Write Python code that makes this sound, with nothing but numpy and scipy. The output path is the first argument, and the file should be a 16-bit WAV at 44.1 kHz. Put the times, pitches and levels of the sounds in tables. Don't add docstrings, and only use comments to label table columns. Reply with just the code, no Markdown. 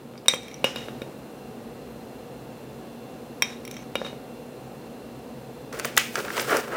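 import sys
import numpy as np
from scipy import signal
from scipy.fft import rfft, irfft
from scipy.io import wavfile
from scipy.ndimage import uniform_filter1d

SR = 44100
rng = np.random.default_rng(int(sys.argv[2]) if len(sys.argv) > 2 else 0)


def log_audio(samples):
    frames = np.atleast_2d(samples).T
    limited = np.clip(frames, -1, 1)
    pcm = np.round(limited * 32767).astype(np.int16)
    wavfile.write(sys.argv[1], SR, pcm)


N = 298326
TIME_S = np.arange(N) / SR


def undb(db):
    return 10 ** (np.asarray(db) / 20)


def unit(x):
    return x / np.sqrt(np.mean(x ** 2))


def band(x, hz, width_hz):
    return signal.lfilter(*signal.iirpeak(hz, hz / width_hz, SR), x)


def steep_band(x, hz, width_hz):
    return band(band(x, hz, width_hz), hz, 2 * width_hz)


def add(out, start_s, x):
    i = int(start_s * SR)
    out[i:i + len(x)] += x[:len(out) - i]


def grains(scatter_db):
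    return unit(rng.standard_normal(N) * undb(scatter_db * rng.exponential(size=N)))


def wander(rate_hz):
    k = int(SR / rate_hz)
    return unit(uniform_filter1d(uniform_filter1d(rng.standard_normal(N + k), k), k)[:N])


# frequency in Hz, relative spectral density in dB.
AIR_SPECTRUM = [(28, -50), (48, -20), (100, -23.5), (190, -10), (420, -8), (800, -16), (1300, -24),
                (2500, -32.5), (6000, -38), (15500, -39.5), (15900, -44)]


def kitchen_air():
    hz, db = np.transpose(AIR_SPECTRUM)
    bin_hz = np.arange(N // 2 + 1) * SR / N
    shape_db = np.interp(np.log(bin_hz + 1), np.log(hz), db, left=-90, right=-90)
    return unit(irfft(rfft(rng.standard_normal(N)) * undb(shape_db), N)) * undb(-47.5)


# centre in Hz, width in Hz, relative level in dB.
FRIDGE_CASE = [(61, 4.1, -65), (132.6, 15, -53.5), (234.8, 15, -50), (481.8, 38, -52.5), (752.5, 3.2, -61),
               (2690, 270, -68), (4155, 150, -71.5)]
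# frequency in Hz, relative level in dB.
FRIDGE_TONES = [(1421, -74), (2735, -68), (2826, -77), (3187, -85), (3505, -71.5), (3898, -77.5),
                (4091, -78)]


def fridge():
    case = sum(undb(db) * unit(band(rng.standard_normal(N), hz, width)) for hz, width, db in FRIDGE_CASE)
    tones = sum(undb(db - 1 + 2 * wander(3.9)) * np.sin(2 * np.pi * hz * TIME_S)
                for hz, db in FRIDGE_TONES)
    return case + tones


PLACE_GAINS_DB = [(-15.5, -6, -8, -14.5, 0.5, -9.5, -18, -10.5, 6.5, -3.5),
                  (-12, -3, 2, -12, -8.5, -21, -8, -15, -8, -3),
                  (-3, -5, -13, 1, -17.5, -15.5, -30, -32, -17, -14.5),
                  (3.5, 6, -10, -17.5, -16, -22, -35, -33, -35, -22)]


def landing_db(place):
    return np.array([np.interp(place, range(len(family)), family)
                     for family in np.transpose(PLACE_GAINS_DB)])


# frequency in Hz, relative level in dB, t60 in s.
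JAR_MODES = [
    [(218, 0, 0.025), (522, 5, 0.034)],
    [(1024, 8.5, 0.007), (1422, -5, 0.026), (1694, -6, 0.02)],
    [(2105, 2, 0.018), (2270, -5, 0.046), (2373, 6.5, 0.016), (3195, -6, 0.049)],
    [(2560, -12, 0.046), (2862, -3, 0.043), (2877, -13, 0.12)],
    [(4030, -20, 0.011), (3717, 4, 0.038), (3800, -36.5, 0.54), (3940, -5.5, 0.044)],
    [(4680, -3.5, 0.033), (5080, -13, 0.11), (5140, -13, 0.062)],
    [(5556, 3.5, 0.057)],
    [(5836, 14.5, 0.015), (6000, 4.5, 0.033)],
    [(7300, -2.5, 0.014), (8180, -2.5, 0.015), (8500, -23, 0.061)],
    [(10070, -4.5, 0.015), (11060, -3.5, 0.014), (13570, -6, 0.02), (14900, -13.5, 0.024),
     (15300, -25, 0.11)],
]
# start in seconds, base level in dB, place 0-3, hardness in dB per octave,
# pitch the hand leaves free in Hz, its boost in dB.
SPOON_KNOCKS = [(0.136, -42, 2.9, -2, 1500, 6), (0.1551, -42, 2.7, -1.5, 1500, 6),
                (0.177, -46.5, 0.116, -2, 4800, 22.5), (0.2591, -29, 2.2, 2, 2800, 3),
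                (0.2823, -10.5, 0.01, .6, 2200, 2.5), (0.3365, -25, 0.97, -3.5, 2300, 4),
                (0.343, -35.5, 0.64, 5, 2900, 6), (0.432, -48, 0.71, 5, 6000, 3),
                (0.4824, -39.5, 1, 0, 2290, 8), (0.514, -42.5, 0.96, 0, 2300, 5),
                (0.542, -40, .6, 1, 5940, 7.5), (0.6424, -10, 1.98, 0.7, 2900, 0),
                (0.7591, -20, 2.12, 1.8, 3800, 12), (0.8838, -28.5, 2.7, .1, 2900, 1.5),
                (1.018, -26, 2.26, 0.2, 3740, 13), (3.422, -14, 1.06, 1, 3730, 3.5),
                (3.651, -37, 1.1, 5, 5600, 2), (3.677, -33, 1.24, 2, 2310, 4),
                (3.712, -36.5, .6, 4.5, 6100, 5), (3.741, -41.5, 0.98, 1.5, 6200, 12),
                (3.767, -36.5, 0.95, -.6, 6140, 4), (3.7909, -36.5, 1.9, 0, 6100, 15),
                (3.813, -51, 1.8, .6, 6100, 9), (3.954, -17.5, 1.71, -.6, 3770, 14),
                (4.016, -35, 2.95, -3, 1100, 9), (4.0482, -32.5, 2.8, 0, 3780, 18),
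                (4.0644, -29.5, 2.22, 0, 3800, 17), (4.129, -41, 3.3, -2.5, 1480, 6)]


def spoon_knocks(crack_db=-6, crack_t60_s=0.0091, rebound_db=-17, free_width_oct=0.11):
    out, t = np.zeros(N), np.arange(SR // 4) / SR
    hz, mode_db, t60_s = np.vstack(JAR_MODES).T[:, :, None]
    octaves = np.log2([family[0][0] / 3000 for family in JAR_MODES])
    attack = np.minimum(t / 0.00097, 1)
    for start_s, level_db, place, hardness, free_hz, boost_db in SPOON_KNOCKS:
        freedom = np.exp(-((octaves - np.log2(free_hz / 3000)) / free_width_oct) ** 2)
        family_db = level_db + landing_db(place) + hardness * octaves + boost_db * freedom
        struck_db = np.repeat(family_db, [len(family) for family in JAR_MODES])[:, None]
        t60_scale = undb(0.19 * min(max(family_db[2:]) - rebound_db, 0))
        detune, phase, scatter = rng.standard_normal((3, len(hz), 1))
        modes = np.sin(2 * np.pi * hz * (1 + 0.0018 * detune) * t + 2 * phase)
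        modes *= undb(struck_db + mode_db + 2.4 * scatter - 60 * t / (t60_s * t60_scale))
        crack = np.diff(rng.standard_normal(len(t) + 1))
        crack *= undb(family_db[-1] + crack_db - 60 * t / crack_t60_s)
        add(out, start_s, (modes.sum(axis=0) + crack) * attack)
    return out


# start in seconds, hold in seconds, glass base level in dB, place 0-3, singing mode in Hz,
# its level in dB, powder level in dB, grit level in dB, fade in dB per second.
SPOON_DRAGS = [(0.287, .005, -33, .5, 2300, -38, -59, -50, 194),
               (.42, 0.111, -60, .6, 2300, -58, -58, -66, 63),
               (0.64, 0.0042, -36, 1.95, 2918, -37, -33, -40, 175),
               (0.763, 0.037, -48, 1.9, 3741, -49, -48, -59, 112),
               (3.435, .09, -56, 0.65, 3741, -49, -48, -60, 250),
               (3.7, .12, -58, 0.91, 6160, -59, -63, -70, 350),
               (3.957, .06, -52, 2.2, 3736, -48, -54, -57, 200),
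               (4.04, .04, -48, 1.8, 3736, -47, -48, -68, 270)]


def spoon_drags(rise_s=0.0094):
    out, t = np.zeros(N), np.arange(SR // 2) / SR
    slips = grains(scatter_db=3)
    ringing = np.array([unit(sum(undb(db) * unit(band(slips, hz, 4.5 / t60)) for hz, db, t60 in family))
                        for family in JAR_MODES[2:8]])
    crunch = grains(scatter_db=2.46)
    powder = unit(steep_band(crunch, 1500, 2200))
    grit = unit(steep_band(crunch, 5050, 1000))
    for start_s, hold_s, glass_db, place, sing_hz, sing_db, powder_db, grit_db, fade in SPOON_DRAGS:
        span = slice(int(start_s * SR), int(start_s * SR) + len(t))
        envelope = np.minimum(t / rise_s, 1) * undb(-fade * np.maximum(t - hold_s, 0))
        glass = undb(glass_db + landing_db(place)[2:8]) @ ringing[:, span]
        spice = undb(powder_db) * powder[span] + undb(grit_db) * grit[span]
        singing = undb(sing_db) * unit(band(slips[span], sing_hz, width_hz=40))
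        add(out, start_s, envelope * (glass + spice + singing))
    return out


# cuff air, finger pockets, loose sheet, taut sheet, crinkle,
# high treble peak near 15 kHz heard in the rustle and snaps.
GLOVE_BANDS = [(470, 283), (1400, 620), (2550, 1900), (5300, 2800), (8600, 5000), (14800, 1800)]
SLIDE_COLOUR_DB = (1.6, -0.4, -1, -2.5, -2.5, -5)
# time in seconds, base level of cuff and pockets in dB, base level of the sheet in dB.
SLIDE_LEVELS = [(5.725, -37, -50), (5.75, -35, -43.5), (5.8, -43, -51), (5.865, -45, -43.5),
                (5.95, -47, -54.5), (5.995, -48, -34), (6.03, -58.5, -42.5), (6.13, -50, -46),
                (6.175, -29.5, -41), (6.21, -40, -41.5), (6.24, -40, -46), (6.33, -39.5, -42.5),
                (6.39, -33.5, -37.5), (6.46, -40, -42), (6.53, -22, -37.5), (6.575, -24.5, -36.5),
                (6.63, -43, -47.5), (6.7, -38, -50), (6.765, -24, -48)]


def glove_slide():
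    out, patches = np.zeros(N), wander(44)
    times_s, *levels_db = np.transpose(SLIDE_LEVELS)
    hollow, sheet = undb([np.interp(TIME_S, times_s, db, left=-120, right=-120) for db in levels_db])
    for gain, colour_db, (hz, width_hz) in zip([hollow] * 2 + [sheet] * 4, SLIDE_COLOUR_DB, GLOVE_BANDS):
        flicker_db = 1.56 * patches + 1.3 * wander(66.4)
        rustle = unit(steep_band(grains(scatter_db=2.77), hz, width_hz))
        out += gain * undb(colour_db + flicker_db - 3) * rustle
    return out


# start in seconds, pop level in dB, pop pitch in Hz, crack level in dB, crack pitch in Hz.
GLOVE_SNAPS = [(5.728, -36, 1400, -31, 6000), (5.79, -25, 900, -28, 8000),
               (5.797, -21.5, 1490, -20.5, 6540), (5.8469, -16.5, 1100, -16.5, 3500),
               (5.8533, -20.5, 600, -18, 13000), (5.9668, -24, 550, -18, 9000),
               (5.9744, -10, 900, -6, 2400), (5.9777, -7, 2500, -3.5, 9600), (5.986, -31, 2400, -20, 13000),
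               (6.1556, -13, 1090, -17, 4860), (6.249, -39, 1400, -28, 2600),
               (6.281, -22.5, 1100, -43, 5000), (6.303, -20, 1270, -46, 6000),
               (6.3572, -30, 600, -38, 6000), (6.368, -21, 1450, -25, 7800), (6.378, -15, 1400, -32, 6000),
               (6.3956, -19, 800, -15, 3480), (6.427, -39, 1400, -27, 3400), (6.53, -13, 950, -41, 5000),
               (6.5425, -29.5, 650, -33, 4500), (6.5688, -37, 500, -14, 7800),
               (6.7413, -27, 950, -43, 4500)]


def glove_snaps(pop_db_per_oct2=13, crack_db_per_oct2=12, flap_t60_s=0.38):
    out, t = np.zeros(N), np.arange(SR // 5) / SR
    for start_s, pop_db, pop_hz, crack_db, crack_hz in GLOVE_SNAPS:
        for hz, width_hz in GLOVE_BANDS:
            pop = undb(pop_db - pop_db_per_oct2 * np.log2(hz / pop_hz) ** 2)
            crack = undb(crack_db - crack_db_per_oct2 * np.log2(hz / crack_hz) ** 2)
            t60_s = 0.024 * (1400 / hz) ** 0.27
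            burst = steep_band(rng.standard_normal(len(t)) * undb(-60 * t / t60_s), hz, width_hz)
            add(out, start_s, (pop + crack) * burst / np.abs(burst).max())
        flap = unit(steep_band(rng.standard_normal(len(t)), 2450, 1060))
        add(out, start_s, flap * undb(crack_db - 25 - 60 * t / flap_t60_s))
    return out


# centre in Hz, t60 in seconds, relative level in dB.
ECHO_BANDS = [(495, 0.24, -12.5), (2370, 0.33, -17), (6700, 0.4, -23.5), (13001, .18, -50)]


def wall_echo(x, build_s=0.0055):
    t, tail = np.arange(SR // 2) / SR, 0
    for hz, t60_s, db in ECHO_BANDS:
        noise = band(rng.standard_normal(len(t)), hz, 1.69 * hz)
        tail += noise * undb(db - 25 - 60 * t / t60_s) * np.minimum(t / build_s, 1)
    return signal.fftconvolve(x, tail)[:N]


# time in seconds, background gain in dB.
BACKGROUND_SWELL = [(0, 1), (.25, 1), (.55, 2.5), (0.849, 6.5), (1.2, 4)]


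def scene():
    near = spoon_knocks() + spoon_drags() + glove_slide() + glove_snaps()
    swell = undb(np.interp(TIME_S, *np.transpose(BACKGROUND_SWELL)))
    mono = near + wall_echo(near) + swell * (kitchen_air() + fridge())
    return np.tile(mono, (2, 1))


def record(dry):
    hiss = undb(-71) * unit(band(band(rng.standard_normal(N), 10800, 12000), 10800, 12000))
    rumble = undb(-80.5) * unit(band(band(rng.standard_normal(N), 45, 50), 45, 50))
    noisy = dry + (hiss + rumble) * np.array([[1], [-1]])
    capsule = signal.sosfilt(signal.butter(2, 45, "high", fs=SR, output="sos"), noisy)
    rounded = 0.9 * capsule / (0.9 ** 4 + capsule ** 4) ** 0.25
    return signal.sosfilt(signal.ellip(12, 0.2, 90, 16650, fs=SR, output="sos"), rounded)


dry = scene()
out = record(dry)
log_audio(out)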